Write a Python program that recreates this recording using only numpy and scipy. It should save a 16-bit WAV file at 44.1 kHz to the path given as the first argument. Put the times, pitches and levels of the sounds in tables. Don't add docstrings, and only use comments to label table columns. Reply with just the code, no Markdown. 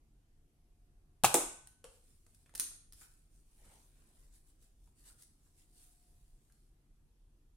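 import sys
import numpy as np
from scipy import signal
from scipy.fft import rfft, irfft, next_fast_len
from scipy.io import wavfile
from scipy.ndimage import uniform_filter1d, map_coordinates

SR = 44100
rng = np.random.default_rng(int(sys.argv[2]) if len(sys.argv) > 2 else 0)


def store_wav(level_fs):
    pcm = np.round(np.clip(np.atleast_2d(level_fs), -1, 1) * 32767)
    wavfile.write(sys.argv[1], SR, pcm.T.astype(np.int16))


N = 333396
AGE = np.arange(SR) / SR
CLOCK = np.arange(N) / SR

# frequency in Hz, relative level in dB.
AIR_SPECTRUM = [(12, -30), (20, 1), (43, 0), (60, -13), (86, -9.5), (113, -19), (146, -13), (182, -26.5),
                (220, -21), (260, -25.5), (301, -22.5), (590, -38), (698, -35), (949, -40), (4000, -45.5),
                (6720, -45.5), (9500, -43.5), (12100, -45.5), (16000, -67.5)]
# middle in seconds, level in dB, length in seconds.
WHINE_SWELLS = [(.8, -94.5, .8), (5.95, -89, 0.43)]
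# frequency in Hz, t60 in seconds.
WALL_DECAY = [(120, .45), (400, .38), (1000, .52), (3000, 0.52), (8000, .48), (11000, .42), (15000, 0.18)]
# frequency in Hz, left-right likeness from 0 to 1.
DIRECT_LIKENESS = [(600, 0.99), (3000, 1), (6000, 0.5), (12000, 0.24)]

# middle in seconds, level in dB, length in seconds.
SLIDE_STROKES = [(1.95, -71, 0.076), (2.11, -73, 0.11), (2.36, -76.5, .2), (3.02, -58.5, 0.054),
                 (3.37, -75, 0.082), (3.53, -77, .1), (3.72, -69.5, 0.22), (4.04, -75.5, 0.18),
                 (4.21, -73.5, .12), (4.36, -68, 0.049), (4.49, -73, .045), (4.64, -71, 0.045),
                 (4.85, -79, .08), (5.0, -69.5, 0.043), (5.08, -60.5, 0.049), (5.205, -64.5, 0.029),
                 (5.46, -77, .09), (5.605, -70, 0.062), (5.82, -66.5, 0.11), (6.08, -76.5, .36),
                 (6.51, -80.5, .24)]
# middle in seconds, level in dB, length in seconds.
SCUFF_STROKES = [(3.71, -71, 0.12), (4.08, -80, 0.26), (5.08, -82, 0.084)]
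# frequency in Hz, relative level in dB.
SLIDE_SPECTRUM = [(300, -33), (1500, -12), (3000, -11), (4400, -7), (6000, -7), (9300, 1), (12000, -7.5),
                  (15500, -14.5)]
# frequency in Hz, relative level in dB.
SCUFF_SPECTRUM = [(80, -1), (300, -1), (700, -0.5), (1000, -3), (1500, -4.5), (2100, -5), (4000, -13.5),
                  (10000, -40)]
# start in seconds, level in dB, t60 in seconds.
CLICK_BLOWS = [(1.6727, -47, 0.016), (2.347, -60.5, 0.025), (2.551, -38, 0.019), (2.5548, -37, 0.023),
               (2.5777, -40, 0.018), (2.5978, -20, 0.0086), (2.6016, -35, 0.073), (2.633, -46, .006),
               (2.9240, -48.5, .014), (2.9323, -51.5, 0.028), (4.625, -65.5, .039), (5.2228, -52, 0.026),
               (5.2333, -56, .02), (6.5230, -63.5, 0.019)]
# frequency in Hz, relative level in dB.
SHELL_SPECTRUM = [(100, -28), (300, -7.5), (700, -20), (1500, -8.5), (2100, -10), (2600, -9), (3300, -6.5),
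                  (4300, -1.5), (5300, -1.5), (7500, -1.5), (9500, 7.5), (12000, -2), (15500, -9)]
# start in seconds, level in dB, t60 in seconds, resonance in Hz.
KNOCK_BLOWS = [(1.842, -45, 0.027, 518), (1.8515, -51.5, 0.017, 900), (2.2652, -58.5, .022, 620),
               (2.4604, -64, 0.03, 2500), (2.4936, -63, .03, 1700), (2.5391, -54, 0.018, 815),
               (2.55, -56.5, 0.039, 1800), (2.7142, -59.5, 0.03, 1390), (3.012, -59.5, 0.083, 1550),
               (3.645, -67, 0.2, 200), (3.715, -72, .18, 130), (3.97, -75, 0.18, 300),
               (4.8742, -68, .023, 870), (5.07, -73, .1, 1800), (5.098, -69.5, 0.091, 1460),
               (5.464, -73, .04, 1050), (6.498, -73, .053, 1500)]
# frequency in Hz, relative level in dB.
KNOCK_SPECTRUM = [(60, -23), (150, -8), (400, -5), (700, -7), (1300, -7.5), (2500, -13.5), (5500, -16),
                  (9200, -7.5), (12000, -18), (16000, -35)]

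# start in seconds, level in dB, t60 in seconds, room answer in dB.
BOARD_SLAPS = [(1.3423, -11, 0.0024, 1.5), (1.3434, -14, 0.0063, -1), (1.3454, -16.5, 0.0078, -2.5),
               (1.3527, -18.5, 0.0074, -3.5)]
# frequency in Hz, relative level in dB.
TIP_SPECTRUM = [(100, -12.5), (300, 9.5), (850, 5.5), (1500, 0), (3200, -1.5), (4000, -1.5), (4650, -2),
                (5500, 1), (7500, 6.5), (9500, 6), (12000, -0.5), (15500, -5.5)]
# frequency in Hz, level in dB, t60 in seconds.
BOARD_MODES = [(168, -49.5, .2), (277, -36.5, 0.12), (337.8, -30.5, 0.18), (382, -34.5, 0.23),
               (487.7, -27.5, 0.22), (618.3, -34.5, 0.1), (687.7, -32.5, 0.15), (773, -36.5, 0.14),
               (833, -32, 0.15), (965, -37.5, 0.21), (1290, -43, .25)]

# start in seconds, level in dB, t60 in seconds, room answer in dB.
SHOT_BLOWS = [(1.2367, -19, .02, -6.5), (1.2439, -18.5, 0.039, -8), (1.2484, -18.5, 0.073, -8.5)]
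# frequency in Hz, relative level in dB.
SNAP_SPECTRUM = [(100, -10), (300, -5), (700, -2.5), (1050, 2), (1550, 2.5), (1950, -7), (2600, 1.5),
                 (3700, -2), (5300, -4), (7500, 1), (10000, 2), (12500, -5), (15500, -7)]
# frequency in Hz, level in dB, t60 in seconds.
BARREL_MODES = [(806, -6, .019), (596, -19.5, 0.0079), (1116, -14.5, 0.023), (2540, -22, 0.028),
                (2752, -26, 0.032)]
# frequency in Hz, level in dB, t60 in seconds.
RECOIL_MODES = [(177, -22.5, 0.031), (126.5, -41.5, 0.26), (104.7, -45, 0.24)]
# frequency in Hz, level in dB, t60 in seconds.
SPRING_AND_SHELL_MODES = [(1510, -50.5, 1.0), (2485.6, -46.5, .35), (942, -41.5, 0.35), (1256, -44.5, 0.28)]

RECOIL_S, POP_S, BOARD_S = 1.2378, 1.2440, 1.3428
LEFT_LEAD_S = .00004
PORT_GAP_M, SOUND_SPEED = .13, 343
TOP_HZ = 16000
CLICK_ROOM_DB, BUMP_ROOM_DB = -2.5, -1
STROKE_TAIL_DB, STROKE_T60_S = -5, 0.85
SLIDE_SCUFF_DB = -21.5
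RUMBLE_DB = -65
WHINE_HZ, WHINE_WAVER_HZ = 710, 2.0


def amp(db):
    return 10 ** (np.asarray(db) / 20)


def unit(x):
    return x / np.sqrt(np.mean(x ** 2) + 1e-20)


def along(points, hz):
    f, v = np.transpose(points)
    return np.interp(np.log(hz + 1), np.log(f + 1), v)


def wobble(rate):
    knots = rng.standard_normal(int(N * rate / SR) + 4)
    return map_coordinates(knots, [CLOCK * rate])


def filtered(x, response):
    n = x.shape[-1]
    m = next_fast_len(n + SR // 2)
    hz = np.fft.rfftfreq(m, 1 / SR)
    return irfft(rfft(x, m) * response(hz), m)[..., :n]


def causal(level_db, size=2048):
    magnitude = amp(level_db(np.fft.rfftfreq(size, 1 / SR)))
    cepstrum = irfft(np.log(magnitude))
    cepstrum[1:size // 2] *= 2
    cepstrum[size // 2 + 1:] = 0
    response = irfft(np.exp(rfft(cepstrum)))
    return response / np.linalg.norm(response)


def diffuse(hz):
    return .975 * np.sinc(2 * hz * PORT_GAP_M / SOUND_SPEED)


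def spread(two, likeness):
    def rotation(hz):
        turn = np.arccos(np.clip(likeness(hz), -1, 1)) / 2
        return np.array([np.cos(turn), np.sin(turn)])

    mid, side = filtered(two, rotation)
    return np.array([mid + side, mid - side])


def rush(spectrum, patchy_db, grain_db=0):
    grainy = rng.standard_normal((2, N)) * amp(grain_db * wobble(400))
    z = signal.stft(grainy, nperseg=1024)[2]
    patches = rng.standard_normal(z.shape[1:])
    patches = uniform_filter1d(patches, size=7, axis=0)
    patches = uniform_filter1d(patches, size=8, axis=1)
    noise = signal.istft(z * amp(patchy_db * unit(patches)), nperseg=1024)[1][:, :N]
    return unit(filtered(spread(noise, diffuse), lambda hz: amp(along(spectrum, hz))))


def add(track, s, sound):
    part = track[:, round(s * SR):][:, :sound.shape[-1]]
    part += sound[..., :part.shape[-1]]


def in_room(sound, room_db, build=0.002):
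    hz, t, z = signal.stft(rng.standard_normal((2, SR)), SR, nperseg=256)
    decay = amp(-60 * t / along(WALL_DECAY, hz)[:, None])
    tail = signal.istft(z * decay, SR, nperseg=256)[1][:, :SR]
    tail = spread(tail, diffuse) * (1 - np.exp(-(AGE / build) ** 2))
    tail = tail / np.linalg.norm(tail[0])
    source = np.atleast_2d(sound)[:1]
    answer = signal.fftconvolve(source, tail, axes=1)
    return sound + amp(room_db) * answer[:, :SR]


def swells(table):
    return sum(amp(db) ** 2 * .5 ** ((2 * (CLOCK - s) / length) ** 2) for s, db, length in table)


def background():
    air = amp(RUMBLE_DB) * rush(AIR_SPECTRUM, patchy_db=1.5)
    whine_hz = WHINE_HZ + WHINE_WAVER_HZ * wobble(6)
    phase = 2 * np.pi * np.cumsum(whine_hz) / SR
    return air + np.sqrt(swells(WHINE_SWELLS)) * unit(np.sin(phase))


def contact(t60, body):
    fade = amp(-60 * AGE / t60)
    crackle = rng.standard_normal((2, SR)) * fade
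    crackle *= np.linalg.norm(fade) / np.linalg.norm(crackle, axis=1, keepdims=True)
    direct = spread(crackle, lambda hz: along(DIRECT_LIKENESS, hz))
    return signal.fftconvolve(direct, body[None], axes=1)[:, :SR]


def contacts(table, spectrum):
    track = np.zeros((2, N))
    body = causal(lambda hz: along(spectrum, hz))
    for s, db, t60, room_db in table:
        add(track, s, amp(db) * in_room(contact(t60, body), room_db))
    return track


def strokes(table):
    power = swells(table)
    decay = amp(-60 * AGE / STROKE_T60_S) ** 2
    lingering = signal.fftconvolve(power, decay / decay.sum())[:N]
    return np.sqrt(np.abs(power + amp(STROKE_TAIL_DB) ** 2 * lingering))


def reloading():
    sliding = strokes(SLIDE_STROKES)
    scuffing = np.hypot(strokes(SCUFF_STROKES), amp(SLIDE_SCUFF_DB) * sliding)
    slide = sliding * rush(SLIDE_SPECTRUM, patchy_db=2.5, grain_db=1.5)
    scuff = scuffing * rush(SCUFF_SPECTRUM, patchy_db=4.0, grain_db=2.5)
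    clicks = contacts([(*click, CLICK_ROOM_DB) for click in CLICK_BLOWS], SHELL_SPECTRUM)
    return clicks + slide + scuff


def knocks(ring_db=14, octaves=0.24):
    track = np.zeros((2, N))
    for s, db, t60, ring_hz in KNOCK_BLOWS:
        def level_db(hz):
            distance = np.log2((hz + 1) / ring_hz) / octaves
            return along(KNOCK_SPECTRUM, hz) + ring_db / (1 + distance ** 2)

        add(track, s, amp(db) * in_room(contact(t60, causal(level_db)), BUMP_ROOM_DB))
    return track


def ring(modes, attack):
    swing = 0
    for k, (hz, db, t60) in enumerate(modes):
        swing = swing + (-1) ** k * amp(db - 60 * AGE / t60) * np.sin(2 * np.pi * hz * AGE)
    return swing * (1 - np.exp(-AGE / attack))


def whiteboard():
    track = contacts(BOARD_SLAPS, TIP_SPECTRUM)
    add(track, BOARD_S, in_room(ring(BOARD_MODES, attack=0.0045), room_db=-12.0))
    return track


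def blaster():
    track = contacts(SHOT_BLOWS, SNAP_SPECTRUM)
    add(track, RECOIL_S, in_room(ring(RECOIL_MODES, attack=.001), room_db=-13))
    add(track, POP_S, in_room(ring(BARREL_MODES, attack=.0006), room_db=-12.5, build=.003))
    add(track, POP_S, ring(SPRING_AND_SHELL_MODES, attack=.002))
    sides = np.array([[1], [-1]])
    shifted = filtered(track, lambda hz: np.exp(1j * np.pi * hz * LEFT_LEAD_S * sides))
    return shifted * amp(sides * 0.58)


def scene():
    return background() + reloading() + knocks() + whiteboard() + blaster()


def record(dry):
    return filtered(dry, lambda hz: 1 / (1 + (hz / TOP_HZ) ** 120))


dry = scene()
out = record(dry)
store_wav(out)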